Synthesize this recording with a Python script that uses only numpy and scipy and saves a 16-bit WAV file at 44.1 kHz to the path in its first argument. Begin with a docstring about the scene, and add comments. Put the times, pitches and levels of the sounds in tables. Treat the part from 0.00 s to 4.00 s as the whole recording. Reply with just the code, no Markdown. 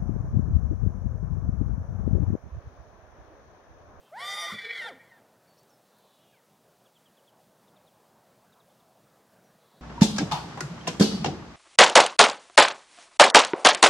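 """Wind in tall pines

Wind roars softly in the crowns of tall pines; later the needles of a nearer tree hiss, leaning left:
both are shaped noise whose bands swell independently. Gusts buffet two microphone ports, the left far
harder, as low-passed turbulence and pressure spikes; the air there drops abruptly at 2.36 s and leaves
only small puffs. A faint, peaky recorder hiss lies underneath as coloured noise.
"""
import sys
import numpy as np
from scipy import signal
from scipy.fft import rfft, irfft
from scipy.io import wavfile
from scipy.ndimage import uniform_filter1d

SR = 44100
rng = np.random.default_rng(int(sys.argv[2]) if len(sys.argv) > 2 else 0)


def transcribe(u):
    """Save the signal u as a 16-bit wav file named by the first command-line argument.

    u: samples, shape (n,) or (channels, n), limited to [-1, 1]; the rate is SR.
    q: integer samples, one column per channel.
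    """
    v = np.clip(np.atleast_2d(u).T, -1, 1)
    q = np.round(v * 32767).astype(np.int16)
    wavfile.write(sys.argv[1], SR, q)


N = 176400   # 4 s
HZ = np.maximum(np.arange(N // 2 + 1) * SR / N, 1)   # rfft bins, floored at 1 Hz

# Crown wind strength, before ROAR_GAIN_DB: [t/s, level/dB]
CROWN_WIND = [(0, -58.5), (.2, -57.5), (.6, -60), (1.3, -60), (1.8, -58.5), (2.25, -57), (2.36, -58),
              (2.41, -64.5), (2.57, -60.5), (2.85, -62.5), (3.1, -62.5), (3.27, -61), (3.66, -63),
              (3.95, -59.5)]
# Crown roar spectrum, relative: [f/Hz, density/dB per Hz]
ROAR_SPECTRUM = [(60, -17), (200, -8.5), (320, -4.5), (450, -3), (630, -0.5), (870, -5.5), (1100, -6.5),
                 (1400, -12), (1700, -14.5), (1950, -25), (2300, -27), (2750, -36), (4000, -40.5),
                 (7000, -64)]
# Roar balance, up on the left and down on the right: [f/Hz, level/dB]
ROAR_PAN = [(300, 0), (800, 0.7), (2500, 2)]
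# Left-right correlation of foliage noise: [f/Hz, correlation]
STEREO_LIKENESS = [(200, 1), (600, 0.69), (860, 0.29), (1150, .52), (1650, 0.24), (2100, .1), (4000, 0)]
# Near-needle wind strength: [t/s, level/dB]
NEEDLE_WIND = [(0, -82), (1.4, -85), (2.1, -74.5), (2.4, -73), (2.55, -67.5), (2.8, -65.5), (3.3, -66),
               (3.7, -66), (4, -67.5)]
# Needle hiss spectrum, relative: [f/Hz, density/dB per Hz]
NEEDLE_SPECTRUM = [(800, -3), (1300, 2.5), (1680, 11), (2000, 5), (2500, 1.5), (2800, -4.5), (3200, -3.1),
                   (4000, -5.5), (5100, -11.5), (6000, -14.5), (6700, -20), (7200, -48.5)]
# Needle balance, up on the left and down on the right: [f/Hz, level/dB]
NEEDLE_PAN = [(1700, -1), (2800, 4), (4000, 4), (6000, 8.5)]
# Turbulent pressure spectrum at a port, relative: [f/Hz, density/dB per Hz]
TURBULENCE_SPECTRUM = [(25, -13.5), (40, -5), (52, 0.5), (85, 1), (120, -4.5), (185, -7.5), (300, -12.5),
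                       (450, -12), (1500, -30.5)]
# Steady buffeting of each port, before the low cut: [t/s, level/dB]
FLOW_LEFT = [(0, -25.5), (.2, -24.5), (.29, -31.5), (0.451, -22.5), (0.751, -28), (0.949, -29.5),
             (1.25, -25.5), (1.702, -25), (1.8, -28.5), (1.86, -36), (1.93, -28.5), (2.1, -22),
             (2.353, -23), (2.385, -78.5), (2.8, -57), (2.95, -93), (3.15, -88), (3.5, -54), (3.63, -72),
             (3.75, -56), (4, -59)]
FLOW_RIGHT = [(0, -28), (.1, -65), (.3, -31), (.44, -46), (.8, -42.5), (1.3, -44), (1.6, -45.5),
              (2.3, -42.5), (2.4, -52.5), (2.85, -52.5), (3.1, -53), (3.4, -56), (3.6, -64), (3.75, -59),
              (4, -50.5)]
# Low-pass corner of steady buffeting: [left f/Hz, right f/Hz]
FLOW_CORNER_HZ = [200.3, 130]
# Gusts, levels before swell weighting and low cut, corner for the left port:
# [centre t/s, length/s, left level/dB, right level/dB, corner f/Hz]
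GUSTS = [(0.103, 0.057, -32.5, -49, 310), (0.164, 0.028, -29, -33, 420), (.23, .10, -33, -33, 300),
         (.372, .10, -17.5, -37, 257), (0.504, 0.045, -26.5, -24.5, 179), (0.548, .07, -14, -26, 96.6),
         (.655, .06, -19.5, -43.5, 85), (0.708, 0.077, -19.5, -31, 238), (0.84, 0.055, -17, -47, 148),
         (1.054, 0.044, -17.5, -40, 130), (1.329, 0.085, -24, -44, 160), (1.48, .08, -34, -29.5, 235),
         (1.618, .05, -20.5, -61, 278), (1.702, .04, -22.5, -47, 227), (1.74, 0.0404, -22.5, -49, 193),
         (1.805, .06, -33, -32.5, 110), (1.897, 0.049, -25.5, -39.5, 124), (2.073, 0.03195, -24, -49, 334),
         (2.163, .09, -21, -43, 403), (2.216, .05, -22.5, -37, 280), (2.293, .06, -32, -29.5, 400),
         (2.339, .03, -23.5, -41, 370), (2.465, .07, -48, -35.5, 363), (2.555, 0.084, -36, -30, 108),
         (2.669, 0.0457, -36, -37, 92), (2.801, 0.034, -45, -39.5, 101), (3.207, 0.046, -49, -45, 110),
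         (3.708, 0.07, -54, -48.5, 101)]
# Sharp eddies on the left port, before the low cut: [t/s, peak level/dB, width/s]
POPS = [(0.095, -12.5, 0.00082), (.373, -6, 0.0013), (.395, -9.5, 0.00092), (0.567, -8, 0.0014),
        (0.864, -15, 0.00075), (0.875, -6.5, 0.0018), (1.493, -13, 0.0011), (1.615, -14, .001),
        (2.078, -11.5, 0.0006), (2.134, -6.5, 0.0012), (2.154, -17, .0005), (2.184, -18, 0.0006),
        (2.222, -11.5, 0.0011), (2.305, -13, 0.0009), (2.353, -12, 0.00055)]
# Recorder hiss of each channel, before HISS_TREND: [f/Hz, density/dB per Hz]
HISS_LEFT = [(2000, -119), (4600, -120), (5200, -112), (5500, -104.5), (6100, -101.3), (6500, -104),
             (6900, -111), (7150, -130), (7600, -129), (8200, -124), (8800, -121), (9100, -115),
             (9500, -114.3), (9950, -117), (10250, -125), (12500, -121.3), (15500, -122.3)]
HISS_RIGHT = [(2000, -118), (3500, -119), (4500, -122), (5600, -128), (8300, -130), (11000, -126),
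              (15500, -125)]
# Narrow hiss hump, opposite polarity in the channels, before HISS_TREND: [f/Hz, density/dB per Hz]
HISS_SHARED = [(4400, -135), (4850, -118), (5150, -117), (5600, -135), (7000, -160)]
# Hiss gain over time: [t/s, level/dB]
HISS_TREND = [(0, 2.4), (1.5, 0), (2.3, 1.8), (2.45, -1), (4, -1.6)]

ROAR_GAIN_DB, ROAR_PATCHY_DB, ROAR_FLUTTER_HZ = 7, 1.48, 19
NEEDLE_PATCHY_DB, NEEDLE_FLUTTER_HZ = 1.5, 1.7
EDDY_SPLIT_HZ, EDDY_LUMP_HZ = 126, 51
LARGE_ROUGH_DB, SMALL_ROUGH_DB = 3, 6
FLOW_EVEN_S = 0.062   # averaging time that evens out the steady flow
RIGHT_CORNER_RATIO = 0.83   # the sheltered right port sounds duller
POP_TROUGH_RATIO = 2.5   # trough width / spike width
PORT_LOW_CUT_HZ, TOP_CUT_HZ = 38.5, 15750


def from_db(db):
    """Decibels to gain."""
    return 10 ** (np.asarray(db) / 20)


def rms_one(x):
    """Scale to unit rms."""
    return x / np.sqrt(np.mean(x ** 2) + 1e-20)


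def in_time(rows):
    """Interpolate a table at every sample."""
    return np.interp(np.arange(N) / SR, *np.transpose(rows))


def at_hz(rows):
    """Interpolate a table at every bin, over log frequency."""
    hz, value = np.transpose(rows)
    return np.interp(np.log(HZ), np.log(hz), value)


def low_pass(x, corner_hz):
    """Causal third-order Butterworth low-pass."""
    return signal.sosfilt(signal.butter(3, corner_hz, "low", fs=SR, output="sos"), x)


def drift(corner_hz):
    """Random fluctuation of unit rms, mostly below corner_hz."""
    noise = rfft(rng.standard_normal(N))
    return rms_one(irfft(noise / (1 + (HZ / corner_hz) ** 2), N))


def add(out, centre_s, sound):
    """Mix in a sound centred on centre_s."""
    length = sound.shape[-1]
    at = int(centre_s * SR) - length // 2 + np.arange(length)
    inside = (at >= 0) & (at < N)
    out[..., at[inside]] += sound[..., inside]


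def foliage(spectrum, balance, patchy_db, flutter_hz):
    """Countless needles shedding vortices: stereo noise whose bands swell independently."""
    mid, side = rfft(rng.standard_normal((2, N)))
    alike = np.clip(at_hz(STEREO_LIKENESS), -1, 1)
    stereo = np.sqrt(1 + alike) * mid + np.sqrt(1 - alike) * side * [[1], [-1]]
    pan = from_db(at_hz(balance) * [[1], [-1]])
    air = from_db(at_hz(spectrum)) * pan * stereo
    centres_hz = np.geomspace(250, 6000, 10)
    total = np.zeros((2, N))
    for one_band in np.eye(len(centres_hz)):
        share = np.interp(np.log(HZ), np.log(centres_hz), one_band)   # overlapping triangles
        total += irfft(air * share, N) * from_db(patchy_db * drift(flutter_hz))
    return rms_one(total)


def crown_roar():
    """Far crowns: many vortex sounds merge into a roar that follows the wind."""
    roar = foliage(ROAR_SPECTRUM, ROAR_PAN, ROAR_PATCHY_DB, ROAR_FLUTTER_HZ)
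    return from_db(in_time(CROWN_WIND) + ROAR_GAIN_DB) * roar


def eddies():
    """Turbulent pressure at one port; small eddies bunch up more than large ones."""
    air = rfft(rng.standard_normal(N)) * from_db(at_hz(TURBULENCE_SPECTRUM)) * (HZ > 18)
    lumps = drift(EDDY_LUMP_HZ)
    large_share = 1 / (1 + (HZ / EDDY_SPLIT_HZ) ** 4)
    large = irfft(air * large_share, N) * rms_one(from_db(LARGE_ROUGH_DB * lumps))
    small = irfft(air * (1 - large_share), N) * rms_one(from_db(SMALL_ROUGH_DB * lumps))
    return large + small


def rumble(flow, corner_hz):
    """Steady buffeting of one port: low-passed turbulence, evened out, then set by the flow."""
    x = low_pass(eddies(), corner_hz)
    power = uniform_filter1d(x * x, int(FLOW_EVEN_S * SR))
    return from_db(in_time(flow)) * x / np.sqrt(power + 1e-14)


def hiss():
    """Recorder noise: coloured noise with treble humps, strongest on the left."""
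    density_db = [at_hz(HISS_LEFT), at_hz(HISS_RIGHT), at_hz(HISS_SHARED)]
    colour = from_db(density_db) * np.sqrt(SR / 2)   # density to white-noise gain
    left, right, shared = irfft(rfft(rng.standard_normal((3, N))) * colour, N)
    return np.array([left + shared, right - shared]) * from_db(in_time(HISS_TREND))


def gusts():
    """Turbulence swells and fades on both ports; smaller eddies pass a higher corner, hence brighter."""
    out = np.zeros((2, N))
    pressure = np.array([eddies(), eddies()])
    for centre_s, length_s, left_db, right_db, corner_hz in GUSTS:
        swell = np.hanning(int(length_s * SR)) ** 0.47
        at = int(centre_s * SR) + np.arange(len(swell))
        air = np.take(pressure, at, axis=1, mode="wrap")
        left = rms_one(low_pass(air[0], corner_hz) * swell)
        right = rms_one(low_pass(air[1], corner_hz * RIGHT_CORNER_RATIO) * swell)
        burst = np.array([left, right]) * from_db([[left_db], [right_db]])
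        add(out, centre_s, burst * swell.mean())
    return out


def pops():
    """A small fast eddy gives the left port one pressure spike between two troughs."""
    out = np.zeros(N)
    t = np.arange(-SR // 50, SR // 50) / SR
    for centre_s, peak_db, width_s in POPS:
        u = t / width_s
        spike = np.exp(-u ** 2 / 2)
        trough = np.exp(-(u / POP_TROUGH_RATIO) ** 2 / 2) / POP_TROUGH_RATIO
        add(out, centre_s, from_db(peak_db) * (spike - trough) / (1 - 1 / POP_TROUGH_RATIO))
    return out * [[1], [0]]


def needle_hiss():
    """Near needles: vortex noise, brighter than the roar, follows its own wind."""
    needles = foliage(NEEDLE_SPECTRUM, NEEDLE_PAN, NEEDLE_PATCHY_DB, NEEDLE_FLUTTER_HZ)
    return from_db(in_time(NEEDLE_WIND)) * needles


def port_low_cut(x):
    """The microphone's low cut, applied to port pressure."""
    return irfft(rfft(x) / np.sqrt(1 + (PORT_LOW_CUT_HZ / HZ) ** 8), N)


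def scene():
    """Trees, low-cut wind on the ports, and hiss."""
    left_hz, right_hz = FLOW_CORNER_HZ
    steady = np.array([rumble(FLOW_LEFT, left_hz), rumble(FLOW_RIGHT, right_hz)])
    buffeting = port_low_cut(steady + gusts() + pops())
    return crown_roar() + needle_hiss() + buffeting + hiss()


def record(dry):
    """Cut the top steeply."""
    return irfft(rfft(dry) / np.sqrt(1 + (HZ / TOP_CUT_HZ) ** 700), N)


dry = scene()
out = record(dry)
transcribe(out)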